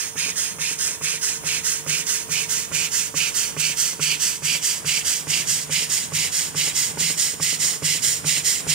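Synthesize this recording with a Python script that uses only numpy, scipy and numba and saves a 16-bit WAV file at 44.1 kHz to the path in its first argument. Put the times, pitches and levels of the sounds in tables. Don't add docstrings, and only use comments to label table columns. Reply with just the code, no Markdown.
import sys
import numpy as np
from scipy import signal
from scipy.fft import rfft, irfft
from scipy.io import wavfile
from scipy.ndimage import uniform_filter1d
from numba import njit

SR = 44100
rng = np.random.default_rng(int(sys.argv[2]) if len(sys.argv) > 2 else 0)


def to_wav(sig):
    pcm = np.clip(np.atleast_2d(sig), -1, 1) * 32767
    pcm = np.round(pcm).astype(np.int16)
    wavfile.write(sys.argv[1], SR, pcm.T)


def level_to_linear(level):
    exponent = np.asarray(level, float) / 20
    return 10 ** exponent


N = 385434
T = np.arange(N) / SR
FREQ = np.fft.rfftfreq(N, 1 / SR) + 1e-9

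# [crank knock t/s, crank knock level/dB, valve rod tap level/dB, beam link tap level/dB]
TURNS = [(0.155, -20, -46, -20), (0.583, -24, -43, -19), (1.01, -20, -30, -22.5), (1.436, -20, -33, -38),
         (1.862, -19.5, -30, -20.5), (2.288, -20.5, -41, -25), (2.715, -20, -46, -31),
         (3.141, -17.5, -38, -22), (3.566, -13.5, -28, -23), (3.994, -16, -19, -23),
         (4.421, -20.5, -47, -19), (4.845, -19, -23, -23), (5.27, -18, -32, -22.5), (5.694, -17, -36, -21),
         (6.119, -17, -44, -21), (6.546, -13.5, -25, -16), (6.972, -13, -22, -18), (7.398, -13, -21, -19),
         (7.821, -13, -25, -19), (8.243, -14, -37, -22), (8.666, -13, -23, -22)]
# [share of the turn, jet level/dB, pipe level/dB]
UP_STROKE = [
    (0, -20, -9),
    (.03, -3.5, -11),
    (.08, 6.5, -1),
    (.14, 3, 3.5),
    (.3, 2.5, 1.5),
    (.35, 2, -3),
    (.4, -8.5, -6),
    (.46, -12, -26),
    (.52, -38, -40),
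]
# [share of the turn, jet level/dB, pipe level/dB]
DOWN_STROKE = [
    (.44, -34, -25),
    (0.482, -0.5, -6),
    (.54, 5.5, 0),
    (.68, 2.5, 1),
    (.78, -2.5, -3.5),
    (.86, -6, -8),
    (.94, -23, -19),
    (.995, -51, -25.5),
]
PIPE_BEND = [(0, 0.41), (.08, 0.88), (.2, 0.99), (.33, 0.966), (.43, 0.69), (.5, 1.24), (.95, 0.7)]
# [f/Hz, level/dB per Hz]
JET_SPECTRUM = [(700, -34.5), (1400, -20), (2080, -6), (2400, -30), (3160, -6), (3600, -8), (4250, 0),
                (5030, -4), (6100, -0.3), (8250, 1), (12200, -15), (14700, -12), (15650, -13.5),
                (16100, -47)]
# [f/Hz, width/Hz, level/dB]
PIPE_MODES = [(2124, 430, 2), (3060, 1160, 0.5), (4480, 1640, 4)]
# [t/s, jet level/dB, pipe level/dB]
PORT = [(0.15, -32, -33.5), (1, -30.5, -32.5), (2.7, -30.5, -32.5), (4.4, -28.5, -30), (5.3, -28.5, -30.5),
        (6.1, -28.5, -30.5), (7.4, -27, -32.5), (8.7, -27, -30.5)]
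# from the side, half way, at the valve end [level/dB]
RUSH_DB = (-18, -21.5, -22.5)
# from the side, at the valve end [level/dB]
LEAK_DB = (-42.5, -40.5)
MOUTH_RATIO = (1.18, 1.16, 1.0)
# [t/s, level/dB]
STRAY_TAPS = [
    (0.261, -19),
    (7.008, -21),
]
# [f/Hz, level/dB, t60/s]
FRAME_MODES = [(297, -6.5, 0.044), (432, -1, 0.033), (534, -9, 0.061), (902, -4.5, 0.019),
               (1120, -7, 0.028), (1450, -3, .015)]
# [f/Hz, level/dB, t60/s]
BASE_MODES = [(74, -16, .3), (97, -12, .4), (151.9, 0, .43), (169.5, -6, .7)]
THUMP_DB = (-38.5, -34.5, -30.5, -27.5)
# [t/s, left lag/ms, left minus right level/dB, lift of the top level/dB]
CAMERA_PATH = [(0, 0.073, -8, -5), (1, 0.08, -7, -8), (2.098, 0.072, -9, -3), (2.9, 0.051, -10, -1),
               (3.9, 0.045, -9.5, -0.5), (4.5, 0.035, -7.5, 2), (6.3, 0.041, -6.5, 0),
               (8.74, 0.032, -8, 1.5)]
# [t/s, share of the way]
CAMERA_WAY = [(0.0, 0.0), (1.0, 0.06), (2.1, 0.18), (2.9, 0.26), (3.9, 0.47), (4.5, 0.6), (6.3, 0.86),
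              (8.74, 1.0)]
# [delay from the side/ms, delay at the valve end/ms, share from the side, share half way, share at the end]
ECHO_LEFT = [(0.206, 0.233, -0.31, -0.48, -0.02), (0.388, 0.296, 0.0, 0.12, -0.14),
             (0.244, 0.319, -0.12, -0.38, 0.1), (0.318, 0.371, -0.14, 0.01, 0.27),
             (0.501, 0.427, -0.1, -0.33, 0.18), (0.649, 0.61, -0.05, -0.18, -0.34),
             (0.757, 0.662, 0.13, 0.04, 0.11), (0.882, 0.816, 0.19, 0.19, 0.23),
             (1.456, 1.117, 0.04, 0.05, 0.07)]
# [delay from the side/ms, delay at the valve end/ms, share from the side, share half way, share at the end]
ECHO_RIGHT = [(0.245, 0.221, -0.49, -0.23, -0.15), (0.366, 0.346, -0.06, 0.27, 0.27),
              (0.435, 0.413, -0.04, 0.2, 0.27), (0.772, 0.577, 0.24, 0.29, 0.17),
              (0.828, 0.678, -0.03, 0.21, 0.02), (0.886, 0.748, 0.2, 0.29, 0.23),
              (1.201, 0.939, 0.07, 0.04, 0.08), (1.601, 1.149, 0.19, -0.02, -0.09),
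              (1.717, 1.384, 0.12, 0.04, 0.09)]
# [f/Hz, level/dB per Hz]
ROOM_SPECTRUM = [(15, -47), (25, -5), (153, 2), (363, -2), (451, -5), (503, -3), (754, -5.5), (2000, -2.5),
                 (3080, 3.5), (3720, 3), (6920, -36), (9070, 28), (12500, 10), (14800, -13), (16000, -27)]
# [t/s, level/dB]
FAN_HUM = [(0, -54.5), (2, -50), (4, -53), (6, -55), (8.74, -53.5)]


def exhaust(top_db, way):
    knock_s = np.transpose(TURNS)[0]
    marks = np.r_[2 * knock_s[0] - knock_s[1], knock_s, 2 * knock_s[-1] - knock_s[-2]]
    phase = np.interp(T, marks, np.arange(len(marks))) % 1
    port_s, *port_levels = np.transpose(PORT)
    jet_db, pipe_db = (np.interp(T, port_s, level) for level in port_levels)
    up_jet, up_pipe = valve(UP_STROKE, phase)
    down_jet, down_pipe = valve(DOWN_STROKE, phase)
    jet_flow = level_to_linear(jet_db) * (up_jet + down_jet * level_to_linear(between((2, 2, 1.5), way)))
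    pipe_flow = level_to_linear(pipe_db) * (up_pipe + down_pipe * level_to_linear(between((-4.5, -7, -6), way)))
    hiss = jet(top_db)
    tone = pipe(phase, way)
    rush = level_to_linear(between(RUSH_DB, way)) * noise(peak(1660, 450) ** 2)
    leak = level_to_linear(between(LEAK_DB, way)) * noise(colour(JET_SPECTRUM) * np.sqrt(FREQ / 6000))
    jet_flow = jet_flow * level_to_linear(0.85 * walk(90))
    pipe_flow = pipe_flow * level_to_linear(1.73 * walk(60))
    return jet_flow * (hiss + rush) + pipe_flow * tone + leak


def valve(opening, phase):
    share, *levels = np.transpose(opening)
    return [level_to_linear(np.interp(phase, share, level, -80, -80)) for level in levels]


def jet(top_db):
    low_share = 1 / np.sqrt(1 + (FREQ / 10500) ** 8)
    white = rfft(rng.standard_normal(N)) * colour(JET_SPECTRUM)
    return unit(irfft(white * low_share, N) + level_to_linear(top_db) * irfft(white * (1 - low_share), N))


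def pipe(phase, way):
    bend = np.interp(phase, *np.transpose(PIPE_BEND))
    breaths = rng.standard_normal((len(PIPE_MODES), N))
    ratios = (between(MOUTH_RATIO, way), 1, 1)
    tone = 0
    for breath, (hz, width_hz, db), ratio in zip(breaths, PIPE_MODES, ratios):
        tuning = np.tan(np.pi * hz * bend * ratio / SR)
        once = sweep(breath, tuning, width_hz / hz)
        tone = tone + level_to_linear(db) * sweep(once, tuning, width_hz / hz)
    return unit(tone)


@njit
def sweep(x, g, k):
    y, band, low = np.empty(len(x)), 0., 0.
    for i in range(len(x)):
        v = (band + g[i] * (x[i] - low)) / (1 + g[i] * (g[i] + k))
        band, low, y[i] = 2 * v - band, low + 2 * g[i] * v, k * v
    return y


def knocks():
    crank_s, crank_db, rod_db, link_db = np.transpose(TURNS)
    stray_s, stray_db = np.transpose(STRAY_TAPS)
    tap_s = np.r_[crank_s - .063, crank_s + .129, stray_s]
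    tap_db = np.r_[rod_db, link_db, stray_db]
    clicks = ring(crank_s, crank_db - 8.5, FRAME_MODES, push_ms=1.1, spread_db=3.0)
    clicks = clicks + ring(tap_s, tap_db - 9, FRAME_MODES, push_ms=1.2, spread_db=3.0)

    def base_db(at_s):
        return between(THUMP_DB, at_s / T[-1])

    opposed = np.array([[1], [1], [-1], [1]])
    thumps = ring(crank_s + .0004, base_db(crank_s), BASE_MODES, push_ms=3.0, spread_db=1.0, sense=opposed)
    thumps = thumps + ring(tap_s, base_db(tap_s) - 15, BASE_MODES, push_ms=3.0, spread_db=3.0)
    drone_db = base_db(T) - 18 + 3.0 * walk(7)
    drone = level_to_linear(drone_db) * noise(sum(level_to_linear(db) * peak(hz, 9) for hz, db, _ in BASE_MODES))
    return -clicks, thumps + drone


def ring(times, db, modes, push_ms, spread_db, sense=1):
    hz, mode_db, t60 = np.transpose(modes)[:, :, None]
    out, t = np.zeros(N + SR), np.arange(int(SR * t60.max())) / SR
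    decay = 1000 ** (-t / t60)
    push = 1 - np.exp(-t * 1000 / push_ms)
    rings = sense * level_to_linear(mode_db) * np.sin(2 * np.pi * hz * t) * decay * push
    chances = rng.standard_normal((len(times), len(modes)))
    for s, blow_db, chance in zip(times, db, chances):
        start = int(s * SR)
        out[start:start + len(t)] += level_to_linear(blow_db + spread_db * chance) @ rings
    return out[:N]


def heard(direct, dull, echoes, lag_ms, way):
    echo = 0
    for row in echoes:
        delay_ms = lag_ms + between(row[:2], way)
        echo = echo + between(row[2:], way) * late(dull, delay_ms)
    return late(direct, lag_ms) + 1.35 * echo


def fine(x, gain=1):
    return 2 * irfft(rfft(x) * gain, 2 * N)


def late(x_fine, ms):
    at = np.clip(2 * SR * (T - ms / 1000), 0, 2 * N - 2)
    k = at.astype(int)
    return x_fine[k] + (at - k) * (x_fine[k + 1] - x_fine[k])


def walls(x, t60, wet_db):
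    t = np.arange(SR // 6) / SR
    hop = int(0.8 * SR)
    x = np.r_[np.zeros(hop), x, np.zeros(2 * hop)]
    out = np.zeros((2, N + 4 * hop))
    fade = np.sin(np.pi * np.arange(2 * hop) / (2 * hop))
    for start in range(0, N + hop, hop):
        tail = rng.standard_normal((2, len(t))) * 1000 ** (-t / t60) * (t > .0015)
        tail /= np.sqrt(np.sum(tail ** 2, axis=1, keepdims=True))
        part = x[start:start + 2 * hop] * fade
        out[:, start:start + 2 * hop + len(t) - 1] += signal.fftconvolve(part[None], tail, axes=1)
    return level_to_linear(wet_db) * out[:, hop:hop + N]


def room():
    gain = colour(ROOM_SPECTRUM) / np.sqrt(1 + (FREQ / 1500) ** 4)
    flicker_db = 0.9 * walk(6) + 1.6 * walk(25)
    mid, side = noise(gain), 1.04 * noise(gain)
    rumble = level_to_linear(-44.5 + .5 * T + flicker_db)
    hum_db = np.interp(T, *np.transpose(FAN_HUM)) + 0.5 * walk(8.1)
    hum = np.sqrt(2) * level_to_linear(hum_db) * np.sin(2 * np.pi * 449 * T + 0.15 * walk(2.21))
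    duct = level_to_linear(between((-54, -56, -62), T / T[-1])) * noise(peak(954, 71) ** 2)
    fan = np.array([[.85], [1.15]]) * (hum + duct)
    return rumble * np.array([0.8 * (mid + side), mid - side]) + fan


def unit(x):
    return x / np.sqrt(np.mean(x ** 2))


def noise(gain):
    real, imaginary = rng.standard_normal((2, len(FREQ)))
    return unit(irfft((real + 1j * imaginary) * gain, N))


def colour(points):
    hz, db = np.transpose(points)
    return level_to_linear(np.interp(np.log(FREQ), np.log(hz), db))


def peak(hz, width_hz):
    return 1 / np.sqrt(1 + ((FREQ - hz ** 2 / FREQ) / width_hz) ** 2)


def walk(rate):
    k = int(SR / rate)
    steps = np.repeat(rng.standard_normal(N // k + 1), k)
    return 1.05 * uniform_filter1d(steps, k)[:N]


def between(ends, way):
    return np.interp(way, np.linspace(0, 1, len(ends)), ends)


def scene():
    path_s, *columns = np.transpose(CAMERA_PATH)
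    lag_ms, pan_db, top_db = (np.interp(T, path_s, column) for column in columns)
    way = np.interp(T, *np.transpose(CAMERA_WAY))
    air = exhaust(top_db, way)
    clicks, thumps = knocks()
    direct = fine(air)
    dull = fine(air, 1 / np.sqrt(1 + (FREQ / 11500) ** 4))
    left = heard(direct, dull, ECHO_LEFT, lag_ms, way)
    right = heard(direct, dull, ECHO_RIGHT, 0, way)
    engine = np.array([left * level_to_linear(pan_db / 2), right * level_to_linear(-pan_db / 2)])
    body = np.array([[.75], [1.25]]) * (clicks + thumps)
    treble = signal.sosfilt(signal.butter(2, 8000, "high", fs=SR, output="sos"), air)
    wet = walls(air + 0.96 * treble + .4 * clicks + .5 * thumps, t60=.15, wet_db=-7.5)
    return engine + body + wet + room()


def roll_off(x):
    return signal.sosfilt(signal.butter(12, 15880, fs=SR, output="sos"), x)


def record(dry):
    mix = signal.sosfilt(signal.butter(3, 48, "high", fs=SR, output="sos"), dry)
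    mix = signal.sosfilt(signal.ellip(10, .3, 70, 15950, fs=SR, output="sos"), mix)
    return roll_off(mix)


dry = scene()
out = record(dry)
to_wav(out)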